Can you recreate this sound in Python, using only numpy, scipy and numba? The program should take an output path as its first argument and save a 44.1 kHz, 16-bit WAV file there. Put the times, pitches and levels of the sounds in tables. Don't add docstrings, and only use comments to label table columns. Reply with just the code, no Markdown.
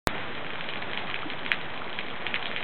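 import sys
import numpy as np
from scipy import signal
from scipy.fft import rfft, irfft, next_fast_len
from scipy.io import wavfile
from scipy.ndimage import uniform_filter1d
from numba import njit

SR = 44100
rng = np.random.default_rng(int(sys.argv[2]) if len(sys.argv) > 2 else 0)


def store_wav(level_fs):
    pcm = np.round(np.clip(np.atleast_2d(level_fs), -1, 1) * 32767)
    wavfile.write(sys.argv[1], SR, pcm.T.astype(np.int16))


N = 115983
PATTER_HZ = 2700
GLIDE = .12
SETTLE_S = .0025


def undb(db):
    return 10 ** (np.asarray(db, float) / 20)


def switch_on_pop(u):
    thump = 1.5 * np.exp(-(u / .0003) ** 4)
    settling = .09 * np.exp(-u / SETTLE_S)
    ring = .22 * np.exp(-u / .0005) * np.cos(2 * np.pi * 3550 * u)
    return thump + settling + ring


def random_walk(rate_hz):
    hold = int(SR / rate_hz)
    steps = np.repeat(rng.standard_normal(N // hold + 1), hold)
    return 1.3 * uniform_filter1d(uniform_filter1d(steps, hold), hold)[:N]


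def rain_wash():
    # pitch_hz [Hz], level_db [dB per Hz]
    rain_colour = [(30, -15), (55, -10), (120, -.5), (220, 1), (330, 0), (500, 0), (800, .5), (1200, -1.5),
                   (1800, -1), (2400, -2.5), (2800, -7), (3300, -5.5), (3700, -10), (4200, -21)]
    # time_s [s], bass_db [dB], treble_db [dB]
    wash_levels = [(.08, -38.5, -38), (.2, -39, -40), (.4, -39, -42), (.7, -39.5, -42), (1.0, -40.5, -41),
                   (1.39, -38.8, -42), (1.6, -39.8, -42), (1.85, -39.5, -42), (2.27, -40, -42),
                   (2.48, -41, -41), (2.63, -41.5, -41)]
    cross_hz, swell_db, flicker_db = 1400, .7, .9
    size = next_fast_len(N, True)
    f = np.fft.rfftfreq(size, 1 / SR) + 1
    colour_hz, colour_db = np.array(rain_colour, float).T
    colour = undb(np.interp(np.log(f), np.log(colour_hz), colour_db))
    bass_rms = np.sqrt(np.mean(colour[f < cross_hz] ** 2) * cross_hz / (SR / 2))
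    noise = rfft(rng.standard_normal(N), size) * colour / bass_rms

    t = np.arange(N) / SR
    time_s, bass_db, treble_db = np.array(wash_levels, float).T
    bass, treble = np.interp(t, time_s, bass_db), np.interp(t, time_s, treble_db)
    swell = swell_db * random_walk(3.5)
    wash = np.zeros(N)
    for hz in 35 * 2 ** np.arange(0, 7.6, .5):
        band = np.clip(1 - 2 * np.abs(np.log2(f / hz)), 0, 1)
        high = 1 / (1 + (cross_hz / hz) ** 3)
        level_db = bass * (1 - high) + treble * high + swell + flicker_db * random_walk(14.)
        wash += irfft(noise * band, size)[:N] * undb(level_db)
    return wash


@njit
def grains(n, start, w, cycles, size, glide):
    out = np.zeros(n)
    for e in range(len(start)):
        tau = cycles[e] * np.pi / w[e]
        first = int(start[e]) + 1
        for i in range(max(first, 0), min(n, first + int(5 * tau))):
            u = i - start[e]
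            envelope = np.e * u / tau * 2 * np.exp(-2 * u / tau)
            out[i] += size[e] * envelope * np.sin(w[e] * u * (1 + glide * u / tau / 4))
    return out


def play(start_s, hz, cycles, size, glide=0.):
    one = np.ones(np.size(start_s))
    w = 2 * np.pi * np.clip(np.ravel(hz), 160, 5000) / SR
    return grains(N, np.ravel(start_s) * SR, w * one, np.ravel(cycles) * one, np.ravel(size) * one, float(glide))


def slab_ring(click):
    # pitch_hz [Hz], level_db [dB], t60_s [s]
    slab = [(1850, -16, .006), (2480, -16, .007), (3300, -13, .007)]
    u = np.arange(1000) / SR
    ring = np.zeros(1000)
    for hz, level_db, t60_s in slab:
        ring += undb(level_db) * 2 * np.pi * hz / SR * np.sin(2 * np.pi * hz * u) * 1000. ** (-u / t60_s)
    return signal.fftconvolve(click, ring)[:N]


def spray(start_s, level_db, hz, count):
    delay_s, hold_s, fade_s = .0055, .015, .012
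    spread_oct, cycles = .34, 2.6
    shape = (len(start_s), count)
    late = rng.random(shape) * (hold_s + 3 * fade_s)
    fade = np.exp(-np.maximum(late - hold_s, 0) / fade_s)
    size = undb(level_db)[:, None] * fade * rng.standard_normal(shape)
    pitch_hz = hz[:, None] * 2 ** (spread_oct * rng.standard_normal(shape))
    return play(start_s[:, None] + delay_s + late, pitch_hz, cycles, size)


def smack(start_s, level_db, hz, tick_db, spray_db, count):
    gain_db, tilt_db_oct = .6, 4.5
    click_db = level_db + gain_db + tilt_db_oct * np.log2(hz / PATTER_HZ * 1.2)
    click = play(start_s + .0013, hz, 1.4, undb(click_db))
    tick = play(start_s + .0016, 3650, 2.2, undb(tick_db))
    hit = click + slab_ring(click) + tick + spray(start_s, level_db + spray_db, hz, count)
    return signal.sosfilt(signal.butter(3, 1600, "high", fs=SR, output="sos"), hit)


def big_drops():
    # start_s [s], level_db [dB], pitch_hz [Hz],
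    # tick_db [dB], spray_db [dB against level_db]
    drop_hits = [(.0897, -24, 1880, -28, -20), (.1795, -24, 2600, -33, -22), (.3776, -25, 2040, -40, -21),
                 (.4454, -27, 2400, -36, -20), (.4648, -25, 2300, -32, -21), (.5033, -22, 2290, -40, -22),
                 (.5332, -27, 2700, -41, -23), (.5552, -23, 2150, -42, -23), (.6081, -18, 2500, -27, -23),
                 (.6405, -24, 2200, -40, -23), (.6878, -18, 2800, -22, -20), (.7353, -21, 2650, -35, -22),
                 (.7567, -20, 2050, -42, -19), (.8236, -20, 2000, -33, -21), (.9323, -18, 2500, -27, -23),
                 (.9737, -15, 2700, -29, -21), (1.078, -27, 2570, -34, -22), (1.0989, -19, 2400, -27, -22),
                 (1.1109, -21, 2800, -29, -22), (1.1418, -14, 2350, -34, -22),
                 (1.1892, -24, 2360, -40, -22), (1.2212, -24, 2400, -36, -17), (1.3, -18, 2900, -21, -19),
                 (1.3339, -23, 2500, -31, -22), (1.4496, -25, 2700, -32, -23),
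                 (1.4616, -16, 2350, -30, -22), (1.516, -3.8, 2050, -19, -22),
                 (1.6124, -24, 2900, -27, -19), (1.741, -26, 2600, -31, -21), (1.7749, -23, 2500, -33, -22),
                 (1.9281, -24, 3400, -31, -19), (1.9879, -15, 2500, -26, -22),
                 (2.0832, -28, 2600, -33, -22), (2.1012, -27, 3190, -36, -22),
                 (2.1605, -27, 2800, -33, -22), (2.2653, -13, 2430, -36, -20),
                 (2.3112, -25, 2200, -33, -22), (2.3411, -10, 2250, -33, -18),
                 (2.4259, -22, 2950, -31, -23), (2.4559, -16, 3200, -26, -22),
                 (2.4663, -20, 3000, -26, -20), (2.5132, -20, 1700, -27, -22),
                 (2.5616, -15, 2550, -36, -18), (2.606, -22, 2300, -34, -21), (2.6264, -18, 2300, -30, -22)]
    start_s, level_db, hz, tick_db, spray_db = np.array(drop_hits, float).T
    return smack(start_s, level_db, hz, tick_db, spray_db, count=170)


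def scatter(per_s, floor_db, scatter_db, middle_hz, octaves):
    draws = rng.random((int(per_s * N / SR), 2))
    start_s = draws[:, 0] * N / SR
    level_db = floor_db + scatter_db * np.minimum(-np.log(draws[:, 1]), 4)
    return start_s, level_db, middle_hz * 2 ** (octaves * rng.standard_normal(len(draws)))


def patter():
    start_s, level_db, hz = scatter(220, -40, 3.2, PATTER_HZ, .4)
    tick_db = level_db - 5 + 3.5 * rng.standard_normal(len(start_s))
    return smack(start_s, level_db, hz, tick_db, -13.5, count=12)


def small_bubbles():
    start_s, level_db, hz = scatter(250, -45, 2.6, 1150, .7)
    return play(start_s, hz, 4.5, undb(level_db), GLIDE)


def puddle_plops():
    # start_s [s], level_db [dB], starting pitch_hz [Hz], cycles [decay length in cycles]
    plops = [(.53, -38, 400, 7), (1.092, -29, 1150, 5), (1.162, -27, 2400, 9), (1.2305, -25, 1200, 6),
             (1.255, -30, 290, 8), (1.315, -37, 250, 6), (1.8185, -25, 1250, 6), (2.49, -38, 200, 5)]
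    start_s, level_db, hz, cycles = np.array(plops, float).T
    return play(start_s, hz, cycles, undb(level_db), GLIDE)


def scene():
    return (rain_wash() + big_drops() + patter() + small_bubbles() + puddle_plops())[None]


def record(dry):
    on_s, offset, clip = .07255, .0222, .7
    narrow = signal.sosfiltfilt(signal.cheby2(10, 45, 4780, fs=SR, output="sos"), dry)
    u = np.maximum(np.arange(N) / SR - on_s, 0)
    fade_in = 1 - np.exp(-u / SETTLE_S)
    live = narrow * fade_in + offset - switch_on_pop(u)
    clipped = np.clip(live, -clip, clip) * (u > 0)
    return signal.sosfiltfilt(signal.ellip(8, .1, 50, 16500, fs=SR, output="sos"), clipped)


dry = scene()
out = record(dry)
store_wav(out)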